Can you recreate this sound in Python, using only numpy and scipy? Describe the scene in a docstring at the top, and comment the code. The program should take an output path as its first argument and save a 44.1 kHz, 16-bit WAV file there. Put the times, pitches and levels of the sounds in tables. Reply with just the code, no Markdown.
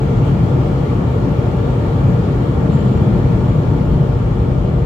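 """Car wash, inside a car creeping out beneath the drying blowers.
Air jets buffet the body and make the cabin boom in gusts. Their rush comes through the glass, which
cuts the treble, and eases as the jets pass behind the windscreen. Two fans beat slowly in the roar,
water swishes over the glass, and air whistles briefly at a seal."""
import sys
import numpy as np
from scipy import signal
from scipy.fft import rfft, irfft, next_fast_len
from scipy.io import wavfile
from scipy.ndimage import uniform_filter1d, minimum_filter1d, map_coordinates

SR = 44100
rng = np.random.default_rng(int(sys.argv[2]) if len(sys.argv) > 2 else 0)


def waveform_to_disk(signal):
    """Save audio, clipped to [-1, 1], as 16-bit WAV at the path in sys.argv[1]."""
    frames = np.transpose(np.atleast_2d(signal))
    scaled = np.clip(frames, -1, 1) * 32767
    samples = np.round(scaled).astype(np.int16)
    wavfile.write(sys.argv[1], SR, samples)


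N = 214061

# noise spectra: f/Hz, density/dB
BUFFET_SPECTRUM = [(10, -31), (23, -32), (32, -24.5), (41, -8), (49, -0.5), (58, 2), (72, -4.5), (80, 0.5),
                   (92, -21.5), (140, -91)]
BOOM_SPECTRUM = [(55, -39.5), (80, -5.5), (110, -0.5), (150, 0), (185, -5.5), (220, -12), (260, -37),
                 (400, -100)]
RUSH_SPECTRUM = [(130, -32), (220, -2.5), (275, 0.5), (308, -3), (362, 0), (405, -5), (464, -2.5),
                 (545, -10), (591, -8.5), (666, -13), (883, -14), (988, -19.5), (1160, -18), (1400, -24),
                 (1500, -33), (1950, -60), (3300, -120)]
HISS_SPECTRUM = [(880, -34), (1500, -5.5), (1550, -3.5), (1700, -0.5), (2090, -5), (2310, -3), (2600, -7.5),
                 (3300, -7), (3590, -10.5), (4420, -14.5), (4850, -16.5), (6510, -20.5), (7080, -18),
                 (7710, -23.5), (9500, -27.5), (12400, -62.5), (20900, -120)]
SPRAY_SPECTRUM = [(6500, -36.5), (9500, -4), (10700, -0.5), (12500, 1), (14100, 2), (15700, 0)]
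SWISH_SPECTRUM = [(1200, -40), (2400, -5.5), (2950, 2.5), (4000, -14), (6000, -21), (8100, -15),
                  (10000, -27), (15000, -25.5)]
# cabin air and glass resonances: f/Hz, width/Hz, lift/dB
CABIN_MODES = [(128.5, 6.5, 5), (245.2, 9.3, 3.5), (281, 20, 2), (467, 25, 3), (903, 90, 2), (1418, 89, 5),
               (2310, 130, 2), (2840, 60, 4), (3130, 62, 2), (3330, 120, 1.5), (4360, 130, 3),
               (7200, 140, 1.5)]
# left-right likeness: f/Hz, correlation
EAR_CORRELATION = [(60, 1), (92, 0.97), (140, 1), (210, 0.92), (330, 0.81), (500, 0.45), (770, 0.53),
                   (1170, 0.01), (1790, -0.18), (2740, 0.16), (4190, -0.08), (6410, 0.01), (9810, -0.03),
                   (15000, -0.03)]
# left minus right: f/Hz, level/dB
EAR_BALANCE = [(60, 2), (130, 1.1), (230, 4.5), (380, 1.5), (470, 5.5), (580, 1), (700, -5), (1000, 5),
               (1350, 2), (2050, 6), (2500, 1.5), (3000, 2), (4500, 1.6), (14000, 2)]
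# air through a seal: start/s, length/s, level/dB
SEAL_PUFFS = [(2.722, 0.044, -56), (2.782, .022, -57.5), (2.846, .04, -59), (2.907, .028, -62),
              (2.96, .025, -63)]
# water over the glass: t/s, half length/s, level/dB, lift above 10 kHz/dB
WATER_SWISHES = [(0.277, .05, -48.5, 2), (1.132, .06, -58.5, 15), (3.93, .035, -56.5, 17),
                 (4.79, .035, -60, 16)]
# fan tones: harmonic, level/dB, left lead/rad
BLADE_HARMONICS = [(1, -40.5, .2), (2, -50.5, 1.9)]
# droning resonance: t/s, half length/s, f/Hz, width/Hz, level/dB
DRONE_MODE = (3, 0.38, 201.5, 21, -21)
# air thumps on the panels: t/s, half length/s, lift/dB
PANEL_THUMPS = [(3.2, .15, 3), (3.917, 0.055, 8.5), (4.398, .04, 3)]
# gusts in the boom: start/s, length/s, lift/dB
BOOM_GUSTS = [(0.128, .48, 3), (1.975, 0.21, 4.5), (2.66, 1.08, 2.5), (3.952, 0.083, 5)]


def amp(db):
    """Decibels to gain."""
    return 10 ** (np.asarray(db) / 20)


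def rms(x):
    """Root mean square."""
    return np.sqrt(np.mean(x ** 2) + 1e-20)


def log_interp(points, hz):
    """(f/Hz, value) points joined on a log axis."""
    point_hz, values = np.transpose(points)
    return np.interp(np.log(hz + 1), np.log(point_hz + 1), values)


def ramp(start_s, length_s):
    """Linear rise from 0 to 1, then held."""
    return np.clip((np.arange(N) / SR - start_s) / length_s, 0, 1)


def swell(at_s, half_s):
    """Gaussian envelope, peak 1."""
    return np.exp(-((np.arange(N) / SR - at_s) / half_s) ** 2)


def wobble(rate_hz):
    """Smooth curve through random knots."""
    knots = rng.standard_normal(int(N * rate_hz / SR) + 4)
    return map_coordinates(knots, [np.arange(N) * rate_hz / SR])


def filtered(x, response):
    """FFT filter with gain response(hz)."""
    size = next_fast_len(N + SR // 2)
    return irfft(rfft(x, size) * response(np.fft.rfftfreq(size, 1 / SR)), size)[..., :N]


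def steadied(x, window_s):
    """Noise with its slow swells evened out."""
    power = uniform_filter1d(x.mean(axis=0) ** 2, size=int(window_s * SR))
    return x / np.sqrt(np.abs(power) + 1e-6)


def cabin_db(hz):
    """Summed lift of the cabin resonances."""
    return sum(db / (1 + (2 * (hz - mode_hz) / width_hz) ** 2) for mode_hz, width_hz, db in CABIN_MODES)


def turbulence(spectrum, eddy_db):
    """Stereo air noise in the cabin, mid rms 1; eddies lift random time-frequency patches."""
    def mid_side_gain(hz):
        # long waves reach both ears alike, short ones differ
        correlation = np.clip(log_interp(EAR_CORRELATION, hz), -.6, .999)
        side_gain = np.tan(np.arccos(correlation) / 2)
        return amp(log_interp(spectrum, hz) + cabin_db(hz)) * np.array([np.ones_like(hz), side_gain])

    bins = signal.stft(rng.standard_normal((2, N)), nperseg=512)[2]
    eddies = uniform_filter1d(rng.standard_normal(bins.shape[1:]), size=5, axis=0)
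    eddies = uniform_filter1d(eddies, size=14, axis=1)
    noise = signal.istft(bins * amp(eddy_db * eddies / rms(eddies)), nperseg=512)[1][:, :N]
    mid, side = filtered(noise, mid_side_gain)
    ears = np.array([mid + side, mid - side])
    ears = filtered(ears, lambda hz: amp(np.outer([.5, -.5], log_interp(EAR_BALANCE, hz))))
    return ears / rms(ears.mean(axis=0))


def seal_whistle(centre_hz=7260, waver_hz=50, flutter_db=3.0, attack_s=.011, release_s=.018):
    """Thin, fluttering edge tone, in puffs as a jet hits a seal."""
    leak = sum(amp(db) * (ramp(start_s - attack_s / 2, attack_s) - ramp(start_s + length_s, release_s))
               for start_s, length_s, db in SEAL_PUFFS)
    phase = 2 * np.pi * np.cumsum(centre_hz + waver_hz * wobble(400)) / SR
    tone = amp(flutter_db * wobble(70)) * np.sin(phase)
    return leak * amp([[1.8], [-1.8]]) * tone / rms(tone)


def water_swishes():
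    """Water swept across the glass; fine drops add sizzle."""
    out = np.zeros((2, N))
    for at_s, half_s, db, sizzle_db in WATER_SWISHES:
        spectrum = [(hz, level_db + sizzle_db * (hz > 10000)) for hz, level_db in SWISH_SPECTRUM]
        out += amp(db) * swell(at_s, half_s) * turbulence(spectrum, eddy_db=1.0)
    return out


def fans(blade_hz=585, beat_hz=1.46, second_db=-9, in_step_s=2.0):
    """Blade tones of two fans at nearly one speed beat, and waver in the moving air."""
    def fan(phase):
        ears = np.array([[.5], [-.5]])
        return sum(np.sqrt(2) * amp(db + 1.8 * wobble(7)) * np.sin(harmonic * phase + lead_rad * ears)
                   for harmonic, db, lead_rad in BLADE_HARMONICS)

    blade_phase = 2 * np.pi * np.cumsum(blade_hz + 1.55 * wobble(3.01) + 3.43 * wobble(25)) / SR
    beat_phase = 2 * np.pi * beat_hz * (np.arange(N) / SR - in_step_s)
    return fan(blade_phase) + amp(second_db) * fan(blade_phase + beat_phase)


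def cabin_drone():
    """One narrow resonance swells as the jets cross the roof."""
    at_s, half_s, hz, width_hz, db = DRONE_MODE
    band = [(hz - 2 * width_hz, -60), (hz - width_hz / 2, 0), (hz + width_hz / 2, 0),
            (hz + 2 * width_hz, -60), (4 * hz, -140)]
    return amp(db) * swell(at_s, half_s) * steadied(turbulence(band, eddy_db=-.5), window_s=.18)


def air_stream(behind, rush_db=-22, hiss_db=-43.5, spray_db=-63.5):
    """Air rushes over the glass with a sizzle of blown spray; the spray eases last."""
    rush = amp(rush_db - 1.9 * behind) * turbulence(RUSH_SPECTRUM, eddy_db=.18)
    hiss = amp(hiss_db - 2.6 * behind + .19 * wobble(15)) * turbulence(HISS_SPECTRUM, eddy_db=1.0)
    spray_gain = amp(spray_db - 3.5 * behind ** 1.8 + .35 * wobble(14))
    return rush + hiss + spray_gain * turbulence(SPRAY_SPECTRUM, eddy_db=1.5)


def panel_buffet(behind, base_db=-23.5):
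    """Jets shove and thump the panels, harder from behind."""
    thump_db = sum(db * swell(at_s, half_s) for at_s, half_s, db in PANEL_THUMPS)
    gain = amp(base_db + 3 * behind + thump_db + .7 * wobble(10))
    return gain * steadied(turbulence(BUFFET_SPECTRUM, eddy_db=1.5), window_s=.16)


def cabin_boom(behind, base_db=-16, edge_s=.06):
    """Jets set the cabin air booming; gusts swell it."""
    gust_db = sum(db * (ramp(start_s - edge_s / 2, edge_s) - ramp(start_s + length_s - edge_s / 2, edge_s))
                  for start_s, length_s, db in BOOM_GUSTS)
    gain = amp(base_db + .2 * behind + gust_db)
    return gain * steadied(turbulence(BOOM_SPECTRUM, eddy_db=1.35), window_s=.1)


def scene():
    """Stereo mix at the driver's seat."""
    behind = ramp(start_s=3.36, length_s=1.2)  # jets: 0 on the windscreen, 1 behind it
    rumble = panel_buffet(behind) + cabin_boom(behind) + cabin_drone()
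    return rumble + air_stream(behind) + fans() + water_swishes() + seal_whistle()


def record(dry, ceiling=.97, cutoff_hz=15800):
    """Peak limiter, then brick-wall low-pass."""
    needed_gain = np.minimum(1, ceiling / (np.abs(dry).max(axis=0) + 1e-9))
    gain = uniform_filter1d(minimum_filter1d(needed_gain, size=901), size=901)
    return filtered(dry * gain, lambda hz: hz < cutoff_hz)


dry = scene()
out = record(dry)
waveform_to_disk(out)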